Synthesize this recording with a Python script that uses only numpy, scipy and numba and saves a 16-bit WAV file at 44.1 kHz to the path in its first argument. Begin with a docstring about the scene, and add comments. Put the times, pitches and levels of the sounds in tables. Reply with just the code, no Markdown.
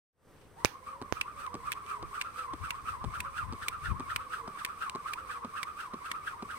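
"""A faint scrape and a rising swish: rope skipping on an outdoor court, about two turns a second.
The rope sheds vortices and sings in four strokes a turn, then slaps the ground; both shoes land
a third of a second later. A hand-held phone listens a few metres off. Two knocks on its case reach
the right microphone port, and a breeze buffets both. Behind: distant rumble, hiss, faint whines."""
import sys
import numpy as np
from scipy import signal
from scipy.fft import rfft, irfft
from scipy.io import wavfile
from scipy.ndimage import uniform_filter1d
from numba import njit

SR = 44100
rng = np.random.default_rng(int(sys.argv[2]) if len(sys.argv) > 2 else 0)


def output_pcm(signal):
    """Save a mono or channel-first signal as 16-bit PCM at the path in sys.argv[1].

    Samples are clipped to [-1, 1] before scaling.
    """
    pcm = np.clip(np.atleast_2d(signal).T, -1, 1) * 32767
    wavfile.write(sys.argv[1], SR, np.round(pcm).astype(np.int16))


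N = 290178
TIME = np.arange(N) / SR

# Table levels are relative; each source adds its own gain.
# spectra: f/Hz, level/dB
AIR_SPECTRUM = [(25, -8.5), (80, -2), (160, -9.5), (330, -10.5), (450, -8.5), (680, -16), (2000, -27),
                (4000, -39), (7300, -41), (15000, -39)]
GUST_SPECTRUM = [(20, -11.5), (55, 3), (100, 2), (180, -9.5), (350, -24), (1000, -58), (8000, -99)]
HISS_SPECTRUM = [(300, 0.5), (1500, 5.5), (3000, 0), (4500, -3.5), (6500, -7.5), (9000, -6), (15000, -10.5)]
SOLE_SPECTRUM = [(100, 15.5), (400, 2), (900, 9.5), (1600, -5.5), (4200, -11), (6500, -20.5),
                 (15000, -30.5)]
SCUFF_SPECTRUM = [(100, -18), (220, -8.5), (370, 10.5), (600, -10), (1500, -20), (8000, -64)]
SLAP_SPECTRUM = [(100, -75), (600, -12), (1000, -0.5), (1700, -1), (2600, 6), (3800, -2.5), (5500, -9.5),
                 (15000, -21)]
CRACK_SPECTRUM = [(2000, -0.5), (6000, 5.5), (8500, 7.5), (15000, 7)]
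# whines: centre t/s, length/s, centre f/Hz, glide/(Hz/s), level/dB
WHINE_GLIDES = [(0.919, .4, 533.6, 258, -58), (1.526, 0.54, 495.4, -450, -58),
                (1.943, 0.7, 420.5, 3, -58.5), (2.434, 0.46, 489, -270, -55.5),
                (3.253, 0.24, 545, 40, -62.5), (4.387, 0.45, 476, -280, -58),
                (5.35, 0.44, 490.4, -260, -57.5)]
# breeze between gusts: t/s, left level/dB, right level/dB
BREEZE_LEVELS = [(.8, -68, -72), (1.2, -64, -52), (2.101, -67, -53), (2.502, -51.5, -60.5), (3.1, -49, -51),
                 (3.45, -48.5, -60), (4.1, -49, -57), (4.399, -79, -64)]
# gusts: t/s, level/dB, port (0 left, 1 right)
PORT_GUSTS = [(2.05, -35.5, 1), (2.633, -33.5, 0), (3.076, -28, 0), (3.2, -36, 0), (3.44, -37, 0),
              (3.496, -29.5, 0), (3.92, -21.5, 0), (4.17, -37, 0)]
# knocks on the phone: t/s, level/dB, edge re knock/dB, rub level/dB
CASE_KNOCKS = [(0.648, -3, 8, -38), (1.1245, -11, -6, -46)]
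# phone case modes: f/Hz, decay/s, level/dB
CASE_MODES = [(121, 0.0069, -16), (473, 0.00053, 7), (1260, 0.00011, 9.5)]
# landings: t/s, level/dB, thud f/Hz, second shoe lag/s, click re landing/dB
SHOE_LANDINGS = [(1.0159, -35.5, 258, 0.0073, 9.5), (1.5425, -32, 264, 0.0098, 8),
                 (2.0266, -34.5, 320, 0.0019, 6.5), (2.535, -36, 276, 0.0029, 9),
                 (3.0415, -35, 277, 0.005, 10.5), (3.5249, -34, 241, 0.0083, 8.5),
                 (3.9974, -34, 258.5, 0.0074, 8), (4.477, -34.5, 206, 0.0035, 7.5),
                 (4.9508, -33, 228, 0.007, 9), (5.4470, -32.5, 228, 0.0036, 3),
                 (5.9367, -33, 247.6, 0.0049, 5), (6.424, -34.5, 221, 0.0039, 6)]
# rope hits the court, once a turn: t/s, level/dB, ring f/Hz, crack re slap/dB
ROPE_SLAPS = [(0.6537, -23, 2630, -8.5), (1.2111, -21, 2670, -19), (1.718, -25.5, 2580, -6),
              (2.212, -24, 2636, -18), (2.7052, -25.5, 2693, -12), (3.203, -27.5, 2575, -7),
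              (3.6824, -21.5, 2413, -7.5), (4.1603, -21.5, 2470, -9), (4.6479, -23, 2390, -9),
              (5.1339, -27.5, 2550, -11.5), (5.6299, -25, 2310, -14), (6.1144, -24.5, 2247, -21)]
# light rebounds and flicks: t/s, level/dB
ROPE_FLICKS = [(1.4653, -45), (1.7283, -35), (1.7347, -43), (1.864, -50), (2.222, -38), (4.6626, -42),
               (4.8968, -33)]
# one turn, slap to slap: phase/turns, base f/Hz, wrist whip (0-1), tone level/dB, hiss level/dB
TURN_STROKES = [(0, 1090, 0.1, -43.5, -53), (.04, 1040, 0, -45.5, -62.5), (.1, 1240, .05, -37, -58.5),
                (.17, 1290, 0, -43, -64), (.26, 1140, 0, -47, -61), (.32, 1210, 0.27, -43.5, -55.5),
                (.365, 1260, 0.7, -34, -50.5), (0.418, 1250, 0.3, -37.5, -55.5),
                (0.489, 1170, 0, -37, -58.5), (.54, 1020, 0, -45, -63), (0.618, 1130, 0.14, -39.5, -65.5),
                (0.708, 1210, 0, -45.5, -62), (.79, 1090, 0.1, -47, -59.5), (.85, 1132, 0.2, -39.5, -57.5),
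                (.89, 1250, .9, -36, -51.5), (0.949, 1253, 0, -37, -57)]
# wrist drive: t/s, pitch ratio, rise at full whip/Hz, level/dB, stroke lag behind slaps/s
WRIST_EFFORT = [(0.302, 0.65, 0, -52, 0.0062), (.53, 0.7, -5, -25, 0), (0.602, 0.8, 0, -8.5, 0.0046),
                (.9, 0.96, 84, -8, 0.023), (1.399, 0.965, 69, -2.5, 0.0094),
                (1.901, 0.96, 60, -1.5, 0.0028), (2.3, 1.013, 115, 0, -0.0064),
                (2.95, 0.966, 140, -1, 0.0041), (3.5, 0.99, 325, 0, 0.00033),
                (4.701, 0.99, 256, -0.5, 0.00056), (6.55, 1.003, 180, -1.5, -0.0021)]
# rope stretches, hands to middle: pitch ratio, extra whip exponent, delay/s, level/dB
ROPE_STRETCHES = [(0.958, 0.04, 0.0041, -4.5), (0.998, 0.1, -0.00185, -7.5), (1.05, 0.63, -0.004, -9.5)]
# microphone port responses: f/Hz, left level/dB, right level/dB
PORT_SPECTRA = [(700, -3, -3.5), (1146, 1.5, 2), (2160, -2, 1), (4860, 2, 3.5), (6530, 0.5, 6),
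                (7150, 2.5, -8.5), (8130, 12.5, -17.5), (9870, 5.5, 0), (11700, 1.5, -8), (13700, 3, 3.5),
                (16000, -4.5, -6), (16100, -34, -13.5)]


def undb(db):
    return 10 ** (np.asarray(db) / 20)


def unit(x):
    return x / np.sqrt(np.mean(x ** 2))


def noise():
    return rng.standard_normal(N)


def walk(rate_hz):
    """Random steps, smoothed twice; RMS 1."""
    hold = max(int(SR / rate_hz), 1)
    steps = np.repeat(rng.standard_normal(N // hold + 1), hold)
    return unit(uniform_filter1d(uniform_filter1d(steps, hold), hold)[:N])


def response(spectrum):
    """Minimum-phase impulse response, by folded cepstrum."""
    hz, db = np.transpose(spectrum)
    size = 4096
    grid_hz = np.maximum(np.arange(size // 2 + 1) * SR / size, 1)
    cepstrum = irfft(np.log(undb(np.interp(np.log(grid_hz), np.log(hz), db))))
    cepstrum[1:size // 2] *= 2
    cepstrum[size // 2 + 1:] = 0
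    return irfft(np.exp(rfft(cepstrum)))


def colour(x, spectrum):
    """Filter to a spectrum; white noise keeps its power."""
    h = response(spectrum)
    return signal.fftconvolve(x, h / np.linalg.norm(h))[:len(x)]


def add(track, at_s, sound):
    i = int(at_s * SR)
    track[..., i:i + sound.shape[-1]] += sound[..., :N - i]


def pair(source, alike):
    """Two channels of a random source; alike is their shared part of the power."""
    shared = source()
    return np.array([np.sqrt(alike) * shared + np.sqrt(1 - alike) * source() for _ in range(2)])


@njit
def bandpass(x, hz, width_hz):
    """State-variable filter with moving centre and width."""
    y, band_state, low_state = np.empty(len(x)), 0., 0.
    for i in range(len(x)):
        gain, damping = np.tan(np.pi * hz[i] / SR), width_hz[i] / hz[i]
        band = (band_state + gain * (x[i] - low_state)) / (1 + gain * (gain + damping))
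        band_state = 2 * band - band_state
        low_state += 2 * gain * band
        y[i] = damping * band
    return y


def whistle(hz, width_hz):
    """Steep noise band of steady power that follows a pitch."""
    band = bandpass(bandpass(noise(), hz, width_hz), hz, width_hz)
    return unit(band / np.sqrt(width_hz))


def distant_air():
    """Far rumble and hiss, wavering a little."""
    air = pair(lambda: colour(noise(), AIR_SPECTRUM), alike=0.76)
    return undb(-55) * air * undb(walk(rate_hz=7.2))


def whines():
    """Faint narrow bands, each swelling and fading on a straight glide."""
    out = np.zeros(N)
    for centre_s, length_s, centre_hz, glide_hz_per_s, db in WHINE_GLIDES:
        t = np.clip(TIME - centre_s, -length_s / 2, length_s / 2)
        hz = centre_hz + glide_hz_per_s * t
        out += undb(db) * np.cos(np.pi * t / length_s) * whistle(hz, 0.041 * hz)
    return out


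def scatter(x, t60_s, wet_db):
    """Thin, dull reflections from open ground, hedges and houses."""
    t = np.arange(SR // 2) / SR
    decay = np.exp(-np.log(1000) * t / t60_s)
    tails = [colour(rng.standard_normal(len(t)), HISS_SPECTRUM) * decay for _ in x]
    wet = [signal.fftconvolve(side, tail / np.linalg.norm(tail))[:N] for side, tail in zip(x, tails)]
    return undb(wet_db) * np.array(wet)


def breeze(eddy_rate_hz=16, eddy_db=2.5, gust_half_width_s=0.02):
    """Low turbulence on each port; a gust is a short swell on one."""
    times_s, *ports_db = np.transpose(BREEZE_LEVELS)
    level_db = [np.interp(TIME, times_s, db) + eddy_db * walk(eddy_rate_hz) for db in ports_db]
    power = undb(level_db) ** 2
    for at_s, db, port in PORT_GUSTS:
        power[port] += undb(db) ** 2 / (1 + ((TIME - at_s) / gust_half_width_s) ** 2) ** 2
    return np.sqrt(power) * pair(lambda: colour(noise(), GUST_SPECTRUM), alike=0)


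def knocks(edge_hz=5200, edge_decay_s=0.00013, case_lag_s=0.0002, rub_decay_s=0.04):
    """A sharp tick and a jolt of the case by the right port; a soft rub trails."""
    out, t = np.zeros((2, N)), np.arange(SR // 6) / SR
    case_t = np.maximum(t - case_lag_s, 0)
    case = sum(undb(db) * np.sin(2 * np.pi * hz * case_t) * np.exp(-case_t / decay_s)
               for hz, decay_s, db in CASE_MODES)
    # the port passes no steady pressure, so the jolt swings back
    case = signal.lfilter(*signal.butter(1, 110, "high", fs=SR), case)
    edge = -np.sin(2 * np.pi * edge_hz * t) * np.exp(-t / edge_decay_s)
    for at_s, db, edge_db, rub_db in CASE_KNOCKS:
        rub = colour(rng.standard_normal(len(t)), HISS_SPECTRUM) * np.exp(-t / rub_decay_s)
        add(out[1], at_s, undb(db) * (undb(3) * case + undb(edge_db) * edge) + undb(rub_db) * rub)
    return out


def scrape(centre_s=0.425, half_width_s=0.07):
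    """The cord drags over grit as the first swing begins."""
    grit = pair(lambda: unit(colour(noise() * undb(5.8 * walk(rate_hz=149)), SLAP_SPECTRUM)), alike=0.27)
    return undb(-65.5) * grit * np.exp(-((TIME - centre_s) / half_width_s) ** 2)


def contact(t, drag_s, grit_db):
    """One blow, then tiny ones as more length meets the ground; energy 1."""
    force = undb(grit_db) * rng.standard_normal(len(t)) * np.exp(-(t / drag_s) ** 2)
    force[0] += 1
    return force / np.linalg.norm(force)


def shoes(thud_decay_s=0.0048, scuff_decay_s=0.0073,
          settle_lag_s=0.028, settle_hz=170, settle_decay_s=0.007):
    """Two soles land in turn with thud, rubber click and scuff; then the body's weight settles."""
    out, t = np.zeros(N), np.arange(SR // 10) / SR
    settle = np.sin(2 * np.pi * settle_hz * t) * np.exp(-t / settle_decay_s)
    for at_s, db, thud_hz, lag_s, click_db in SHOE_LANDINGS:
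        for start_s, foot_db in ((at_s, 0), (at_s + lag_s, -1.5)):
            thud = -np.sin(2 * np.pi * thud_hz * t) * np.exp(-t / thud_decay_s)
            click = colour(contact(t, drag_s=0.0016, grit_db=-7), SOLE_SPECTRUM)
            scuff = colour(rng.standard_normal(len(t)), SCUFF_SPECTRUM) * np.exp(-t / scuff_decay_s)
            sole = undb(4) * thud - undb(click_db + 12.5) * click + undb(-1.5) * scuff
            add(out, start_s, undb(db + foot_db) * sole)
        add(out, at_s + settle_lag_s, undb(db - 8.5) * settle)
    # a sole is too small to radiate deep bass
    return signal.lfilter(*signal.butter(2, 140, "high", fs=SR), out)


def rope_on_court(ring_decay_s=0.0012, slap_lag_s=0.000866):
    """Each slap cracks and briefly rings the cord; flicks are lighter and shorter."""
    out, t = np.zeros((2, N)), np.arange(SR // 20) / SR
    for port in out:
        for at_s, db, ring_hz, crack_db in ROPE_SLAPS:
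            force = contact(t, drag_s=0.005, grit_db=-18)
            ring = np.sin(2 * np.pi * ring_hz * t) * np.exp(-t / ring_decay_s)
            cord = signal.fftconvolve(force, ring)[:len(t)]
            slap = colour(force, SLAP_SPECTRUM) + undb(1) * cord / np.linalg.norm(cord)
            crack = undb(crack_db + 1.5) * colour(force, CRACK_SPECTRUM)
            add(port, at_s + slap_lag_s, undb(db + 16) * (slap + crack))
        for at_s, db in ROPE_FLICKS:
            force = contact(t, drag_s=0.0024, grit_db=-21)
            flick = colour(force, SLAP_SPECTRUM) + undb(-17) * colour(force, CRACK_SPECTRUM)
            add(port, at_s, undb(db + 20.5) * flick)
    return out


def swing(first_turn_s=0.57, last_turn_s=0.45):
    """A light and a hard stroke each half turn, scaled by effort: pitch/Hz, tone/dB, hiss/dB."""
    times_s, *effort = np.transpose(WRIST_EFFORT)
    ratio, whip_hz, effort_db, lag_s = (np.interp(TIME, times_s, column) for column in effort)
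    slaps_s = [row[0] for row in ROPE_SLAPS]
    bounds_s = [slaps_s[0] - first_turn_s, *slaps_s, slaps_s[-1] + last_turn_s]
    turns = np.interp(TIME - lag_s, bounds_s, np.arange(len(bounds_s)))
    phase, *strokes = np.transpose(TURN_STROKES)
    base_hz, whip, tone_db, hiss_db = (np.interp(turns, phase, column, period=1) for column in strokes)
    return ratio * base_hz + whip * whip_hz, tone_db + effort_db, hiss_db + effort_db


def rope_in_air(reference_hz=1200):
    """Each stretch sheds vortices at a pitch that follows its speed; drag adds the octave."""
    pitch_hz, tone_db, hiss_db = swing()
    tone = octave = 0
    for ratio, whip, delay_s, db in ROPE_STRETCHES:
        delayed_hz = np.interp(TIME - delay_s, TIME, pitch_hz)
        jitter = 1 + 0.025 * walk(rate_hz=30)
        hz = ratio * delayed_hz * (delayed_hz / reference_hz) ** whip * jitter
        width_hz = 130 * (hz / reference_hz) ** 1.5
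        lift = pair(lambda: whistle(hz, width_hz), alike=0.4)
        drag = pair(lambda: whistle(2 * hz, 1.5 * width_hz), alike=0.2)
        flutter = undb(3.5 * walk(rate_hz=60))  # shedding locks in and breaks up
        tone += undb(db) * flutter * lift
        octave += undb(db) * flutter * drag
    flanks = pair(lambda: whistle(pitch_hz, 0.55 * pitch_hz), alike=0.047)
    hiss = pair(lambda: colour(noise(), HISS_SPECTRUM), alike=0.26)
    # only fast strokes tear the air enough to rasp
    rasp = pair(lambda: whistle(2.5 * pitch_hz, 1.2 * pitch_hz), alike=0.1) * (pitch_hz / 1400) ** 6
    song = undb(-2) * tone + undb(-11) * flanks + undb(-23.5) * rasp
    turbulence = hiss + undb(-1) * octave
    return song * undb(tone_db) + turbulence * undb(hiss_db)


def scene():
    """Skipper on the open court; wind and knocks at the phone."""
    skipping = rope_in_air() + rope_on_court() + shoes() + scrape()
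    skipping[0] = np.roll(skipping[0], 4)  # reaches the left port 4 samples later
    reflections = scatter(skipping, t60_s=0.16, wet_db=-24.5)
    return skipping + reflections + distant_air() + whines() + breeze() + knocks()


def record(dry, fade_start_s=0.11, fade_length_s=0.19, ceiling=0.72, top_hz=16400):
    """Port colour, fade-in, soft clip, low-pass."""
    spectra = np.array(PORT_SPECTRA)
    responses = [response(spectra[:, [0, column]]) for column in (1, 2)]
    heard = np.array([signal.fftconvolve(side, h)[:N] for side, h in zip(dry, responses)])
    fade = np.clip((TIME - fade_start_s) / fade_length_s, 0, 1) ** 2
    rounded = ceiling * np.tanh(heard * fade / ceiling)
    return signal.sosfilt(signal.ellip(10, 0.2, 90, top_hz, fs=SR, output="sos"), rounded)


dry = scene()
out = record(dry)
output_pcm(out)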